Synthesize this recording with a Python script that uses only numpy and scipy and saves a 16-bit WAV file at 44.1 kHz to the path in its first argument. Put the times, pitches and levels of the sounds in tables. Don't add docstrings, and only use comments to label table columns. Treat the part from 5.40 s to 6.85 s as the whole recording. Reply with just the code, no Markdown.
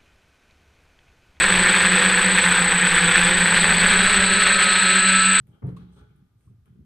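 import sys
import numpy as np
from scipy import signal
from scipy.fft import rfft, irfft
from scipy.io import wavfile

SR = 44100
rng = np.random.default_rng(int(sys.argv[2]) if len(sys.argv) > 2 else 0)


def materialize(psi):
    bounded = np.clip(np.atleast_2d(psi).T, -1, 1)
    quanta = np.round(bounded * 32767).astype(np.int16)
    wavfile.write(sys.argv[1], SR, quanta)


N = 63945
T = np.arange(N) / SR
HZ = np.fft.rfftfreq(N, 1 / SR)

# f/Hz, likeness/0-1
MIC_LIKENESS = [(60, 0.92), (150, 0.96), (300, 0.67), (700, 0.59), (1500, 0.52), (4000, 0.16),
                (14000, 0.017)]
# f/Hz, left minus right/dB
MIC_BALANCE = [(150, 0), (400, 0.5), (800, 1), (2400, 4.5), (4400, 0.5), (8300, -5.5), (13000, 0)]
# f/Hz, t60/s
TILE_DECAY = [(100, 1), (400, 0.4), (1300, 1), (3500, 0.97), (8000, 0.37), (14000, 0.34)]
# f/Hz, peak gain relative to STANDING_DB/dB, t60/s
STANDING_WAVES = [(422.5, 4, 0.73), (510, -7, .5), (640, -1, 0.85), (684, -7.5, 0.17), (798, 7, 2),
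                  (1153, -4, 0.35), (1206, 5.5, 3.9), (1356, 8.5, 0.45), (1475, 4.5, 1)]
# f/Hz, relative density/dB
ROOM_SPECTRUM = [(20, 5.5), (60, 16), (130, 12.5), (250, 3.5), (500, -12), (1000, -14.5), (1400, -13.5),
                 (2000, -20.5), (4000, -21.5), (7000, -26), (10000, -25.5), (14500, -25)]
ROOM_DB, STANDING_DB = -65, 11.5
LOW_CUT_HZ, HIGH_CUT_HZ = 42, 14600

# t/s, level/dB, f/Hz
GRIP_BUMPS = [(.002, -43, 127), (0.038, -46, 114), (0.089, -43.5, 118), (.135, -51, 158), (.385, -44, 212),
              (0.413, -47.5, 121), (.565, -46, 131), (.612, -44, 67), (.628, -48, 120.4),
              (0.674, -47.5, 113), (0.704, -49.5, 147.5), (0.791, -50, 133.3), (.822, -49.5, 181.6),
              (0.955, -50.5, 105.2), (1.07, -41.5, 108.6), (1.104, -41.5, 114.5), (1.143, -44, 113.2),
              (1.184, -49, 88.5), (1.22, -49, 77), (1.276, -58.5, 221), (1.302, -43.5, 124),
              (1.371, -49, 198), (1.387, -44.5, 213), (1.411, -47.5, 155), (1.439, -52, 181)]
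# t/s, length/s, level/dB
PALM_RUSTLES = [(-.04, 0.13, -63), (0.045, 0.2, -62), (0.308, 0.21, -46), (0.482, 0.195, -56.5),
                (0.665, 0.22, -57.5), (1.048, 0.1, -55), (1.153, .1, -74), (1.252, 0.12, -57.5),
                (1.346, 0.11, -50)]
# f/Hz, relative density/dB
PALM_SPECTRUM = [(20, -16), (40, -6.5), (60, 3), (85, 2.5), (120, -0.5), (180, 6), (260, -10.5),
                 (400, -13.5), (600, -36.5), (1200, -77)]

# t/s, length/s, level/dB, f/Hz
CHROME_SQUEAKS = [(0.114, 0.061, -74, 3170), (0.577, 0.037, -76.5, 3460), (0.682, .05, -82, 2300)]
SQUEAK_WIDTH_HZ = 390
# t/s, length/s, dull rub/dB, hollow scrape/dB, dry rasp/dB, fine hiss/dB
FINGER_STROKES = [(.064, .03, -68.5, -81, -88, -90), (0.078, 0.047, -66.5, -86.5, -86.5, -83.5),
                  (.11, 0.088, -66, -73.5, -91, -88), (0.258, .06, -75.5, -92, -73, -78.5),
                  (0.375, 0.072, -82, -66.5, -71.5, -87), (0.457, 0.1, -74.5, -81, -81.5, -93),
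                  (0.516, 0.062, -71.5, -81.5, -80, -76), (0.558, 0.065, -61, -66, -69, -76.5),
                  (0.612, 0.041, -61.5, -69, -95, -99), (0.963, 0.16, -81.5, -89, -93, -84),
                  (1.252, 0.04, -73, -72.5, -90, -92)]
# f/Hz, relative density/dB
RUB_SPECTRUM = [(100, -11.5), (250, 7), (420, 4), (560, -2.5), (700, -13), (850, -3.5), (1000, -23),
                (2000, -45)]
SCRAPE_SPECTRUM = [(400, -32), (830, 3.5), (1000, -7), (1250, 6.5), (1550, 3.5), (1900, -11.5),
                   (2350, -6.5), (3000, -21), (5000, -33.5)]
RASP_SPECTRUM = [(1500, -16.5), (2700, -2), (3200, 11.5), (3650, 4), (4100, 5), (5200, -7.5), (6100, -4),
                 (7500, -35), (14000, -30.5)]
HISS_SPECTRUM = [(3000, -28), (6000, -3.5), (7600, -7), (8500, 6.5), (9500, -3.5), (11000, -10),
                 (14000, -16)]

# t/s, level/dB
NAIL_TICKS = [(0.0691, -65), (0.2686, -64), (0.291, -68), (0.5363, -78), (0.7602, -68), (1.0078, -71),
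              (1.054, -74), (1.2568, -65.5), (1.3374, -82)]
# f/Hz, relative density/dB
TICK_SPECTRUM = [(500, -47), (1500, 3.5), (3200, 1), (5000, -17.5), (7500, -12.5), (10000, 4.5),
                 (12000, -11), (14000, -2)]
# t/s, ring level/dB, crack level/dB
KNOB_KNOCKS = [(0.3666, -51.5, -60), (0.583, -70, -98), (1.074, -71, -105)]
# f/Hz, relative level/dB, t60/s
KNOB_MODES = [(1102, 6, 0.032), (1156, 0, .045), (1258, -6.5, 0.084), (1540, -46, .14), (2620, -26, 0.21),
              (3260, -29, 0.15), (4200, -41, 0.089)]
# f/Hz, relative density/dB
CRACK_SPECTRUM = [(300, -29), (1000, -1), (2000, 7.5), (4000, 7.5), (5200, -7), (7500, -4.5), (9000, -2),
                  (14000, -12)]

# f/Hz, relative density/dB
JUDDER_SPECTRUM = [(30, -34), (60, -30.5), (100, 3), (200, -2), (380, -9), (650, -21.5), (1000, -23.5),
                   (1600, -29), (2300, -36), (3200, -54.5), (6000, -68.5)]
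JUDDER_S, JUDDER_HOLD_S, JUDDER_DB, JUDDER_SAG_DB_PER_S = 0.2188, 0.089, -38.5, 61
# f/Hz, level relative to THUMP_DB/dB, t60/s
WALL_MODES = [(63.74, -19, 1.04), (115.2, -1, 0.32), (134.4, 2, 0.31), (178.2, -7, 0.71),
              (211.8, -25.5, 0.18), (258.5, -24.5, 0.62), (297.7, -24, 0.61), (445, -26.5, 0.68),
              (499, -31, 0.22), (530, -28.5, .38), (620, -52, 0.22), (736, -29.5, 0.19), (842, -44, 1.8),
              (918, -30.5, 0.17)]
THUMP_S, THUMP_DB, THUMP_RISE_S = 0.2335, -24, 0.012
BOOM_BEND, BOOM_SETTLE_S = 0.12, 0.02


def amp(db):
    return 10 ** (np.asarray(db) / 20)


def unit(x):
    return x / np.sqrt(np.mean(x ** 2) + 1e-20)


def read(points, hz):
    f, value = np.transpose(points)
    return np.interp(np.log(hz + 1), np.log(f + 1), value)


def colour(pair, spectrum):
    left, unrelated = rfft(pair)
    likeness = np.clip(read(MIC_LIKENESS, HZ), 0, 1)
    right = likeness * left + np.sqrt(1 - likeness ** 2) * unrelated
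    return unit(irfft(np.array([left, right]) * amp(read(spectrum, HZ)), N))


def noise(spectrum):
    return colour(rng.standard_normal((2, N)), spectrum)


def slips(spectrum, per_s, spread_db):
    slipping = rng.random(N) < per_s / SR
    size = amp(spread_db * np.minimum(rng.exponential(1, N), 3))
    return colour(slipping * size * rng.standard_normal((2, N)), spectrum)


def stroke(start, length):
    return np.abs(np.sin(np.pi * np.clip((T - start) / length, 0, 1))) ** 0.7


def strike(start, rise_s, t60, hold_s=0):
    rise = np.sin(np.pi / 2 * np.clip((T - start) / rise_s, 0, 1)) ** 2
    return rise * np.exp(-np.log(1000) * np.maximum(T - start - rise_s - hold_s, 0) / t60)


def ring(start, modes, rise_s, lag_s=0):
    return sum(amp(db) * strike(start, rise_s, t60) * np.sin(2 * np.pi * hz * (T - start - lag_s))
               for hz, db, t60 in modes)


def bathroom(x, wet_db):
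    hz, t, bands = signal.stft(rng.standard_normal((2, SR)), SR, nperseg=256)
    decay = np.exp(-np.log(1000) * t / read(TILE_DECAY, hz)[:, None])
    tail = signal.istft(bands * decay, SR, nperseg=256)[1][:, :SR]
    bass_cut = signal.butter(3, 260, "high", fs=SR, output="sos")
    tail = signal.sosfilt(bass_cut, tail / np.linalg.norm(tail[0]))
    for mode_hz, db, t60 in STANDING_WAVES:
        rate = np.log(1000) / t60
        wave = np.exp(-rate * T[:SR]) * np.sin(2 * np.pi * mode_hz * T[:SR])
        tail += amp(STANDING_DB + db) * 2 * rate / SR * wave
    return x + amp(wet_db) * signal.fftconvolve(x * np.ones((2, 1)), tail, axes=1)[:, :N]


def microphones(x, lag_s):
    hz = np.fft.rfftfreq(2 * N, 1 / SR)
    side = np.array([[0.5], [-0.5]])
    balance = amp(side * read(MIC_BALANCE, hz))
    delay = np.exp(-2j * np.pi * hz * side * lag_s)
    return irfft(rfft(x, 2 * N) * balance * delay)[:, :N]


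def room_tone():
    return amp(ROOM_DB) * noise(ROOM_SPECTRUM)


def grip():
    bumps = sum(amp(db) * strike(s, rise_s=0.0042, t60=0.13) * np.sin(2 * np.pi * hz * (T - s))
                for s, db, hz in GRIP_BUMPS)
    rustle_level = sum(amp(db) * stroke(s, length) for s, length, db in PALM_RUSTLES)
    return bumps + rustle_level * slips(PALM_SPECTRUM, per_s=900, spread_db=3)


def squeaks():
    out = np.zeros((2, N))
    for s, length, db, hz in CHROME_SQUEAKS:
        resonance = 1 / (1 + (2 * (HZ - hz) / SQUEAK_WIDTH_HZ) ** 2)
        whistle = irfft(rfft(rng.standard_normal((2, N))) * resonance, N)
        out += amp(db) * stroke(s, length) * unit(whistle)
    return bathroom(out, wet_db=-5)


def fingers():
    spectra = (RUB_SPECTRUM, SCRAPE_SPECTRUM, RASP_SPECTRUM, HISS_SPECTRUM)
    parts = [slips(spectrum, per_s=4000, spread_db=0) for spectrum in spectra]
    scuffs = sum(stroke(s, length) * amp(db) * part
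                 for s, length, *levels in FINGER_STROKES for db, part in zip(levels, parts))
    return bathroom(scuffs, wet_db=-5.5)


def knob():
    body = sum(amp(db) * ring(s, KNOB_MODES, rise_s=0.0047) for s, db, _ in KNOB_KNOCKS)
    crack_level = sum(amp(db) * strike(s - 0.0015, rise_s=0.00082, t60=0.06, hold_s=0.0082)
                      for s, _, db in KNOB_KNOCKS)
    cracks = crack_level * noise(CRACK_SPECTRUM)
    tick_level = sum(amp(db) * strike(s, rise_s=0.001, t60=0.025) for s, db in NAIL_TICKS)
    ticks = tick_level * noise(TICK_SPECTRUM)
    return bathroom(body, wet_db=-15.5) + bathroom(cracks, wet_db=-5) + bathroom(ticks, wet_db=1)


def valve():
    settled = 1 - np.exp(-np.maximum(T - THUMP_S, 0) / BOOM_SETTLE_S)
    boom = amp(THUMP_DB) * ring(THUMP_S, WALL_MODES, THUMP_RISE_S, BOOM_BEND * BOOM_SETTLE_S * settled)
    sagging_level = amp(JUDDER_DB - JUDDER_SAG_DB_PER_S * (T - JUDDER_S))
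    envelope = strike(JUDDER_S, rise_s=0.0076, t60=0.52, hold_s=JUDDER_HOLD_S)
    judder = sagging_level * envelope * slips(JUDDER_SPECTRUM, per_s=1500, spread_db=1.5)
    return boom + bathroom(judder, wet_db=-10.5)


def scene():
    thuds = microphones(valve() + grip(), lag_s=0.00027)
    at_knob = microphones(knob() + fingers() + squeaks(), lag_s=0.00011)
    return room_tone() + thuds + at_knob


def record(dry):
    low_cut = signal.butter(2, LOW_CUT_HZ, "high", fs=SR, output="sos")
    band_limit = signal.firwin(511, HIGH_CUT_HZ, window=("kaiser", 9), fs=SR)
    return signal.oaconvolve(signal.sosfilt(low_cut, dry), band_limit[None], "same")


dry = scene()
out = record(dry)
materialize(out)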